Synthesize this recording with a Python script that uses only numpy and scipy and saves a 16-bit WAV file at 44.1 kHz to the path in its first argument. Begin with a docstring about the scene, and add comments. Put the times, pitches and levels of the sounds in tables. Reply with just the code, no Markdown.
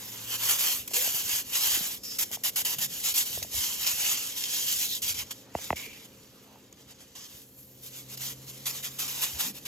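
"""Throughout, a fan and a wandering low hum in a room, with skin brushing on foam near the microphone.
From the start two hands turn and rub a powdered block of floral foam over a plastic tray: noise shaped by rubs,
flicks and the grip. Powder clumps knock on the tray as downward chirps, a finger squeaks, edges snap and skin
shudders. A hand dusts itself off softly, then the rubbing resumes. Two close microphone ports hear it in stereo."""
import sys
import numpy as np
from scipy import signal
from scipy.fft import rfft, irfft, next_fast_len
from scipy.io import wavfile
from scipy.ndimage import uniform_filter1d

SR = 44100
rng = np.random.default_rng(int(sys.argv[2]) if len(sys.argv) > 2 else 0)


def wav_record(signal):
    """Record a signal, one row per channel, as 16-bit PCM in the file named by sys.argv[1]."""
    frames = np.transpose(np.atleast_2d(signal))
    bounded = np.clip(frames, -1, 1)
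    # unit amplitude maps onto the largest positive 16-bit level
    quanta = np.round(bounded * 32767).astype(np.int16)
    wavfile.write(sys.argv[1], SR, quanta)


N = 426439
TIME = np.arange(N) / SR
BINS = np.maximum(np.fft.rfftfreq(next_fast_len(N), 1 / SR), 1)

# Spectrum of the room air. Each row: frequency in Hz, relative density in dB per Hz.
AIR_SPECTRUM = [(20, -14), (60, 2), (130, 6.5), (280, 7), (500, 4.5), (700, -4.5), (1300, -11.5),
                (5000, -13), (16000, -107)]
# Steady tones of the fan. Each row: pitch in Hz, level in dB before the fan's trim and the hands' shading.
FAN_TONES = [(204.6, -63.5), (263.8, -63), (296.1, -68.5), (446.8, -68), (527.6, -67.5)]
# How much of the fan and air passes the hands. Each row: time in seconds, gain in dB.
HAND_OPENNESS = [(5.8, 0.5), (7.3, -4.5), (7.65, -3.5), (8.2, 1)]
# A low hum that wanders. Each row: time in seconds, pitch in Hz, rms level in dB.
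WANDERING_HUM = [(0, 113, -60), (.45, 113, -54), (.7, 114, -70), (5.9, 122, -64.5), (7.3, 126, -70.5),
                 (7.8, 128, -60.5), (8.25, 130, -51), (9.67, 136, -61.5)]
# Dull bumping of the hands. Each row: frequency in Hz, relative density in dB per Hz.
BUMP_SPECTRUM = [(20, -36), (60, 18), (170, 12.5), (900, -104)]

# Light brushing of skin that goes on between strokes. Each row: time in seconds, level in dB before the trim.
BRUSHING_LEVEL = [(0, -40), (.77, -41), (.86, -48.5), (1.1, -29.5), (1.43, -46.5), (1.55, -32),
                  (1.95, -34.5), (2.0, -52), (2.27, -45), (2.415, -52.5), (2.7, -43.5), (4.4, -45),
                  (5.4, -51), (5.48, -58.5), (6.28, -56), (6.71, -61.5), (7.3, -55.5), (7.8, -53.5),
                  (8.4, -50.5), (8.95, -44), (9.3, -42), (9.53, -53), (9.67, -49.5)]
# Breaking cells and powder. Each row: frequency in Hz, relative density in dB per Hz.
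GRIT_SPECTRUM = [(100, -44), (400, -20.5), (900, -12), (1400, -14.5), (2000, -9.5), (3000, -2.5),
                 (4200, -4), (5500, -1), (7000, 2), (9200, -0.5), (12000, 1), (15800, -4.5)]
# Weight of the block's body in the lower rubbing. Each row: time in seconds, relative weight in dB.
BODY_WEIGHT = [(.5, 7.5), (.78, 2.5), (1.6, 1.5), (1.8, 3.5), (2.2, 2.5), (2.7, 4), (3.2, -2.5), (4.1, 2),
               (4.4, -1), (5.1, -5.5), (5.3, 8.5), (5.41, -2), (5.47, 25), (5.64, 3), (6.55, 14.5),
               (7.7, 0), (8.7, 6)]
# Weight of the powder's sheen in the treble. Each row: time in seconds, relative weight in dB.
SHEEN_WEIGHT = [(1.0, -0.5), (1.65, -2.5), (2.0, 0.5), (4.5, -5), (4.9, -0.5), (5.15, -6), (6.5, -4),
                (6.9, -8.5), (7.22, -6), (7.6, 9.5), (7.95, -2)]
# The shallow hollow between the holding hand and the block. Each row: time in seconds, pitch in Hz.
HOLLOW_PITCH = [(0, 3660), (.8, 2700), (1.9, 3220), (2.7, 2870), (3.25, 3840), (3.7, 3200), (4.0, 2350),
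                (4.3, 2970), (5.6, 3600)]
# A hand cups and its cavity sings. Each row: start in seconds, length in seconds, pitch in Hz, strength in dB.
CUPPED_HANDS = [(1.965, 0.25, 5170, 14.5), (4.843, 0.16, 3860, 12), (5.075, 0.24, 2160, 5),
                (5.66, 0.41, 2250, 18), (7.12, 0.22, 5570, 6), (9.646, 0.07, 2320, 11)]
# The two close microphone ports. Each row: frequency in Hz, lead of the left in radians, likeness from 0 to 1.
MIC_PORTS = [(100, -0.09, 0.918), (1000, -0.71, 0.786), (1800, -0.95, 0.738), (2500, 0.83, 0.564),
             (3500, 2.11, 0.618), (4600, 0.95, 0.629), (5500, 1.11, 0.656), (6500, 0.31, 0.856),
             (7600, 1.75, 0.757), (8600, 3.13, 0.995), (9600, 3.18, 0.982), (11000, 4.64, 0.651),
             (12000, 6.25, 0.974), (14200, 6.33, 0.943), (15600, 9.28, 0.813)]
# Side balance of the rubbing. Each row: frequency in Hz, left minus right in dB.
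SIDE_BALANCE = [(500, -.5), (2400, -1), (3100, -4), (3900, 0), (5200, -1.2), (7000, 0)]

# Rubs that swell and ease off. Each row: start, swell and ease in seconds, peak in dB before the trim.
RUB_STROKES = [(0.272, 0.084, 0.016, -29.5), (0.37, 0.098, 0.13, -27), (0.478, 0.025, 0.086, -24),
               (0.564, 0.051, 0.22, -25.5), (1.109, 0.083, 0.043, -28.5), (1.215, 0.13, 0.093, -27),
               (1.515, 0.051, 0.06, -26.5), (1.585, 0.066, 0.067, -25), (1.655, 0.066, 0.12, -26),
               (1.76, 0.082, 0.091, -33), (2.315, 0.021, 0.031, -29.5), (2.79, 0.048, 0.037, -27),
               (2.868, 0.12, 0.096, -35), (3.023, 0.056, 0.062, -25), (3.15, 0.019, 0.082, -24),
               (3.231, 0.046, 0.11, -34.5), (3.308, 0.041, 0.084, -33), (3.498, 0.11, 0.27, -29),
               (3.795, 0.036, 0.067, -31), (3.858, 0.013, 0.088, -24.5), (3.9, 0.21, 0.055, -25.5),
               (4.1, 0.093, 0.2, -32.5), (4.344, 0.052, 0.14, -32), (4.46, 0.09, 0.24, -27.5),
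               (4.649, 0.062, 0.12, -28), (4.77, 0.059, 0.056, -26.0), (4.849, 0.072, 0.084, -31),
               (5.074, 0.02, 0.048, -27), (5.17, 0.023, 0.052, -32), (5.529, 0.1, 0.14, -40),
               (5.799, 0.095, 0.16, -47), (5.96, 0.096, 0.015, -51), (6.755, 0.067, 0.014, -55),
               (6.866, 0.047, 0.027, -49.5), (6.971, 0.051, 0.047, -53), (7.24, 0.12, 0.11, -49.5),
               (7.56, 0.05, 0.043, -51.5), (7.815, 0.062, 0.03, -43.5), (7.889, 0.086, 0.074, -43),
               (8.072, 0.065, 0.024, -41), (8.18, 0.077, 0.094, -34), (8.46, 0.043, 0.017, -40.5),
               (8.683, 0.087, 0.06, -37), (8.822, 0.023, 0.052, -32.5), (9.13, 0.031, 0.29, -34),
               (9.209, 0.023, 0.038, -25), (9.381, 0.029, 0.018, -26.5), (9.41, 0.021, 0.091, -29),
               (9.536, 0.038, 0.03, -42)]
# A finger lands abruptly and drags. Each row: start in seconds, length in seconds, level in dB before the trim.
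FINGER_FLICKS = [(0.876, 0.0043, -29.5), (0.905, 0.027, -37), (0.934, 0.15, -24.5), (2.033, 0.14, -36.5),
                 (2.185, 0.052, -23), (2.435, 0.061, -24.5), (2.558, 0.06, -25), (2.648, 0.1, -27),
                 (2.783, 0.015, -30.5), (3.139, 0.05, -26.5), (5.018, 0.091, -28), (5.141, 0.038, -34),
                 (5.307, 0.014, -31), (5.757, 0.107, -37.5), (7.151, 0.12, -45), (8.173, 0.0053, -33.5),
                 (8.655, 0.058, -30), (8.985, 0.087, -31.5), (9.077, 0.053, -32.5), (9.651, 0.019, -33.5)]
# Clumps and hands knock softly on the tray. Each row: start in seconds, peak in dB before the tray's trim,
# pitch in Hz, ring of the upper modes in dB relative to the blow.
TRAY_KNOCKS = [(0.91, -36.5, 615, -22), (1.072, -31.5, 600, -25), (1.138, -40, 120, -45),
               (1.768, -35.5, 340, -32), (1.804, -34.5, 190, -40), (2.308, -39.5, 686, -25),
               (2.369, -35.5, 745, -23), (3.372, -30, 565, -26), (3.419, -36, 600, -22),
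               (3.444, -35.5, 619, -22), (3.539, -39, 600, -25), (5.5486, -14.5, 690, -19.5),
               (5.585, -33, 689, -8), (5.7024, -9.5, 915, -7.5), (5.726, -15.5, 676, -10),
               (6.555, -43, 880, -20)]
# Upper modes of the tray. Each row: frequency in Hz, relative level in dB, 60 dB decay in seconds.
TRAY_MODES = [(2015, 1.5, 0.011), (2580, -4.5, .012)]
# A fingertip squeaks on the block. Each row: time in seconds, pitch in Hz, rms level in dB.
SQUEAK_PATH = [(0.935, 375, -50), (0.98, 488, -45), (1.03, 577, -49), (1.08, 550, -57)]
# An edge of the foam snaps. Each row: start in seconds, peak in dB before the snaps' trim, decay in seconds.
EDGE_SNAPS = [(2.315, -14, 0.0014), (3.427, -12.5, 0.0071), (4.438, -13, 0.0053), (6.7273, -24.5, 0.0009),
              (9.407, -14, 0.006)]
# Skin shudders on the block. Each row: start in seconds, length in seconds, pitch in Hz, level in dB.
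SKIN_SHUDDERS = [(2.726, 0.23, 150, -52), (3.334, 0.15, 92, -49), (3.537, 0.077, 70, -48),
                 (5.013, 0.26, 76, -54), (5.87, 0.018, 300, -49), (6.44, 0.16, 740, -60.5),
                 (9.327, 0.077, 69, -47.5), (9.43, 0.12, 211, -47.5)]

HOLLOW_DB = 3
PATCHY_DB, PATCHY_RATE_HZ = 1.1, 20   # the rubbing's colour shifts as the skin meets fresh foam
FLICK_ATTACK_S, FLICK_SAG_DB, FLICK_RELEASE_S = 0.0018, 4, 0.0055
FLOOR_HZ, FLOOR_T60_S, FLOOR_DB = 78, 0.098, -4.5   # the tray's floor bounces under every blow
SQUEAK_WIDTH_HZ = 45
CUTOFF_HZ = 15800


def from_db(db):
    """Decibels to gain."""
    return 10 ** (np.asarray(db) / 20)


def rms_one(x):
    """Scale to unit rms."""
    return x / np.sqrt(np.mean(x ** 2) + 1e-20)


def in_time(rows, at=TIME):
    """Each column of a curve, joined by straight lines."""
    s, *columns = np.transpose(rows)
    return [np.interp(at, s, c) for c in columns]


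def at_hz(points, hz=BINS):
    """A table read on a log-frequency axis."""
    f, value = np.transpose(points)
    return np.interp(np.log(hz), np.log(np.maximum(f, 1)), value)


def filtered(x, response):
    """Apply a frequency response."""
    size = next_fast_len(N)
    return irfft(rfft(x, size) * response, size)[..., :N]


def bell(hz, centre_hz, octaves):
    """A rounded peak of height 1 on a log-frequency axis."""
    return np.exp(-.5 * (np.log2(hz / centre_hz) / octaves) ** 2)


def resonance(hz, centre_hz, t60):
    """Response of one ringing mode, 1 on top."""
    return 1 / (1 + 1j * np.pi * t60 / np.log(1000) * (hz - centre_hz ** 2 / hz))


def arch(t, start, rise, fall):
    """A smooth hump of height 1: a quarter sine up, a quarter sine down."""
    return np.sin(np.pi / 2 * np.interp(t, [start, start + rise, start + rise + fall], [0, 1, 0]))


def drift(rate_hz):
    """Slow chance with unit rms, losing strength above the rate."""
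    return rms_one(filtered(rng.standard_normal(N), 1 / (1 + (BINS / rate_hz) ** 2)))


def dying(kicks, decay_s):
    """Every kick starts an exponential decay."""
    return signal.lfilter([1], [1, -np.exp(-1 / (decay_s * SR))], kicks + 1e-18)


def grains(per_s, spread_db):
    """Tiny cells break at random, each with a size of its own."""
    size_db = spread_db * np.minimum(rng.exponential(1, N), 4)
    sizes = from_db(size_db) * rng.standard_normal(N)
    return rms_one(sizes * (rng.random(N) < per_s / SR))


def tone(hz, waver_hz):
    """A slightly unsteady sine with rms 1."""
    phase = 2 * np.pi * np.cumsum(hz + waver_hz * drift(4.8)) / SR
    return np.sqrt(2) * np.sin(phase)


def room(air_db, fan_db, side_db):
    """The fan's rush and tones, shaded when a hand comes near, and the wandering hum."""
    mid, side = rms_one(filtered(rng.standard_normal((2, N)), from_db(at_hz(AIR_SPECTRUM))))
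    air = from_db(air_db) * (mid + from_db(side_db) * side * [[1], [-1]])
    fan = sum(from_db(db + fan_db) * tone(hz, waver_hz=0.95) for hz, db in FAN_TONES)
    open_db, = in_time(HAND_OPENNESS)
    hum_hz, hum_db = in_time(WANDERING_HUM)
    hum = from_db(hum_db) * tone(hum_hz, waver_hz=1.02)
    return from_db(open_db) * (air + fan) + hum


def handling(effort, level_db, follow):
    """Fingers shift on the block with lumpy, dull bumps, more so when they rub hard."""
    bumps = rms_one(filtered(grains(per_s=180, spread_db=4.5), from_db(at_hz(BUMP_SPECTRUM))))
    return from_db(level_db) * effort ** follow * bumps


def stick_slip(per_s, decay_s, depth, waver_db):
    """The skin catches and lets go: every slip starts sharply and dies away; the pressure wavers within bounds."""
    kicks = (rng.random(N) < per_s / SR) * rng.uniform(0, 1, N) ** 2
    slips = dying(kicks, decay_s)
    return rms_one(1 + depth * slips) * from_db(waver_db * np.tanh(drift(38)))


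def crumbs(per_s, low_hz, high_hz, cycles):
    """Coarser crumbs break off one by one, each ringing very briefly at one of ten pitches."""
    clicks = grains(per_s, spread_db=6.5)
    dealt = rng.integers(0, 10, N)
    out = 0
    for k, hz in enumerate(np.geomspace(low_hz, high_hz, 10)):
        r = from_db(-60 * hz / (cycles * SR))   # falls 60 dB in the given cycles
        w = 2 * np.pi * hz / SR
        own_clicks = clicks * (dealt == k) + 1e-18
        out = out + signal.lfilter([1 - r, 0, r - 1], [1, -2 * r * np.cos(w), r * r], own_clicks)
    return rms_one(out)


def ports(common, apart):
    """Close sound reaches the two ports partly alike, with a phase lag that changes with pitch."""
    hz, lead, alike = np.transpose(MIC_PORTS)
    alike = np.clip(np.interp(BINS, hz, alike), 0, 1)
    sides = np.array([[1], [-1]])
    phase = np.exp(.5j * sides * np.interp(BINS, hz, lead))
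    path = phase * from_db(.5 * sides * at_hz(SIDE_BALANCE))
    shared = filtered(common, path * np.sqrt((1 + alike) / 2))
    opposed = filtered(apart, sides * path * np.sqrt((1 - alike) / 2))
    return shared + opposed


def reflections(hz, s, nearest_s, farthest_s, strength, sway, rate_hz):
    """Fingers and palm throw the sound back from close by: a shifting comb."""
    comb = 1
    for delay in np.geomspace(nearest_s, farthest_s, num=4):
        moving = delay * (1 + sway * np.interp(s, TIME, drift(rate_hz)))
        comb = comb + strength * np.exp(-2j * np.pi * hz * moving)
    return comb


def held(x, hollow_octaves, overtone, overtone_share, body_hz, sheen_hz):
    """The grip colours the rubbing: the block's body, hollows under the hands, the powder's sheen."""
    hz, s, frames = signal.stft(x, SR, nperseg=512)
    hz = np.maximum(hz, 1)[:, None]
    body_db, = in_time(BODY_WEIGHT, s)
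    sheen_db, = in_time(SHEEN_WEIGHT, s)
    hollow_hz, = in_time(HOLLOW_PITCH, s)

    cavities = [(hollow_hz, HOLLOW_DB)]
    for start, length, pitch, db in CUPPED_HANDS:
        cavities.append((pitch, db * arch(s, start, length / 2, length / 2)))
    cavity_db = 0
    for pitch, db in cavities:
        upper = overtone_share * bell(hz, overtone * pitch, hollow_octaves)
        cavity_db = cavity_db + db * (bell(hz, pitch, hollow_octaves) + upper)

    patches_db = PATCHY_DB * sum(np.interp(s, TIME, drift(PATCHY_RATE_HZ)) * bell(hz, centre, 0.16)
                                 for centre in np.geomspace(1000, 14000, num=12))
    low_db = body_db / (1 + (hz / body_hz) ** 4)
    high_db = sheen_db / (1 + (sheen_hz / hz) ** 6)
    colour = from_db(patches_db + low_db + high_db + cavity_db + at_hz(GRIT_SPECTRUM, hz))
    colour = colour * reflections(hz, s, nearest_s=0.0006205, farthest_s=.0025,
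                                  strength=0.19, sway=0.1407, rate_hz=2.5)
    colour /= np.sqrt(np.mean(np.abs(colour) ** 2, axis=0))   # colour without changing the effort
    return signal.istft(frames * colour, SR)[1][..., :N]


def rubbing(effort, level_db):
    """Countless breaking cells merge into a hiss, with a few crumbs, under the drag of the hands."""
    drag = from_db(level_db) * np.hypot(effort, flicks())
    drag = drag * stick_slip(per_s=170, decay_s=0.011, depth=0.36, waver_db=0.5)
    drag = drag + snaps(level_db=-14)

    def breaking():
        """Hiss of fine cells with crumbs in it, following the drag."""
        hiss = rng.standard_normal(N)
        coarse = crumbs(per_s=600, low_hz=1620, high_hz=7800, cycles=17.0)
        return drag * (hiss + from_db(-22.5) * coarse)

    close = ports(breaking(), breaking())
    return held(close, hollow_octaves=0.14, overtone=1.32, overtone_share=0.25, body_hz=2040, sheen_hz=8500)


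def rubs():
    """The hand speeds up and slows down in each rub; overlapping rubs add in power."""
    power = sum((from_db(db) * arch(TIME, s, swell, ease)) ** 2 for s, swell, ease, db in RUB_STROKES)
    return np.sqrt(power)


def flicks():
    """A finger lands abruptly, drags with fading force and lifts off."""
    out = np.zeros(N)
    for s, length, db in FINGER_FLICKS:
        span = (TIME >= s) & (TIME < s + length + 10 * FLICK_RELEASE_S)
        t = TIME[span] - s
        force = from_db(db - FLICK_SAG_DB * np.minimum(t / length, 1))
        landing = 1 - np.exp(-t / FLICK_ATTACK_S)
        lifting = np.exp(-np.maximum(t - length, 0) / FLICK_RELEASE_S)
        out[span] += force * landing * lifting
    return out


def clumps(travel_s, octaves, thump_hz, thump_db, rim_s, rim_gain, level_db):
    """A soft blow runs through the tray as a bending wave: highs arrive first, so it chirps downwards."""
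    out, size = np.zeros(N), 8192
    hz = np.maximum(np.fft.rfftfreq(size, 1 / SR), 1)
    bending = np.exp(-4j * np.pi * travel_s * np.sqrt(1000 * hz))   # travel_s is the delay at 1 kHz
    # a weaker wave returns from the rim
    rim = 1 + rim_gain * bell(hz, 700, 0.49) * np.exp(-2j * np.pi * hz * rim_s)
    upper = sum(from_db(db) * resonance(hz, mode_hz, t60) * bell(hz, mode_hz, 0.43)
                for mode_hz, db, t60 in TRAY_MODES)
    thump = from_db(thump_db) * bell(hz, thump_hz, 1.46)
    floor = from_db(FLOOR_DB) * resonance(hz, FLOOR_HZ, FLOOR_T60_S)
    for s, peak_db, pitch_hz, ring_db in TRAY_KNOCKS:
        spectrum = bell(hz, pitch_hz, octaves) + from_db(ring_db) * upper + thump + floor
        blow = irfft(bending * rim * spectrum)
        at = round(s * SR)
        out[at:at + size] += from_db(peak_db + level_db) * blow / np.abs(blow).max()
    return out


def squeak(width_hz):
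    """Sticking and slipping fall loosely into step: a hoarse note that follows the fingertip's speed."""
    hz, db = in_time(SQUEAK_PATH)
    touching = 1. * ((TIME > SQUEAK_PATH[0][0]) & (TIME < SQUEAK_PATH[-1][0]))
    touching = uniform_filter1d(touching, size=400)   # soft edges
    phase = 2 * np.pi * np.cumsum(hz) / SR
    hoarse = drift(width_hz) * np.cos(phase) + drift(width_hz) * np.sin(phase)
    return touching * from_db(db) * hoarse


def snaps(level_db):
    """A row of cells gives way at once: a sudden drag that dies away."""
    return sum(dying(from_db(peak_db + level_db) * (np.arange(N) == round(s * SR)), decay_s)
               for s, peak_db, decay_s in EDGE_SNAPS)


def shudders(octaves):
    """Skin that judders over the block gives a short groan: a swell of noise around one pitch."""
    out = np.zeros(N)
    for s, length, pitch_hz, level_db in SKIN_SHUDDERS:
        swell = np.sqrt(np.abs(np.sin(np.pi * np.clip((TIME - s) / length, 0, 1))))
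        groan = rms_one(filtered(rng.standard_normal(N), bell(BINS, pitch_hz, octaves)))
        out += from_db(level_db) * swell * groan
    return out


def scene():
    """Rubbing, falling powder and handling over the room."""
    brushing_db, = in_time(BRUSHING_LEVEL)
    effort = np.hypot(rubs(), from_db(brushing_db))
    air = room(air_db=-58.0, fan_db=-2.0, side_db=-11.5)
    bumps = handling(effort, level_db=-55.0, follow=0.24)
    foam = rubbing(effort, level_db=0.68)
    tray = clumps(travel_s=0.003795, octaves=0.32, thump_hz=203, thump_db=-6,
                  rim_s=0.00446, rim_gain=0.18, level_db=-2.5)
    dull = tray + shudders(octaves=0.43) + squeak(SQUEAK_WIDTH_HZ) + bumps
    return foam + dull * from_db([[-.3], [.3]]) + air   # dull sounds sit slightly to the right


def record(dry):
    """The top is cut steeply."""
    return filtered(dry, 1 / np.sqrt(1 + (BINS / CUTOFF_HZ) ** 200))


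dry = scene()
out = record(dry)
wav_record(out)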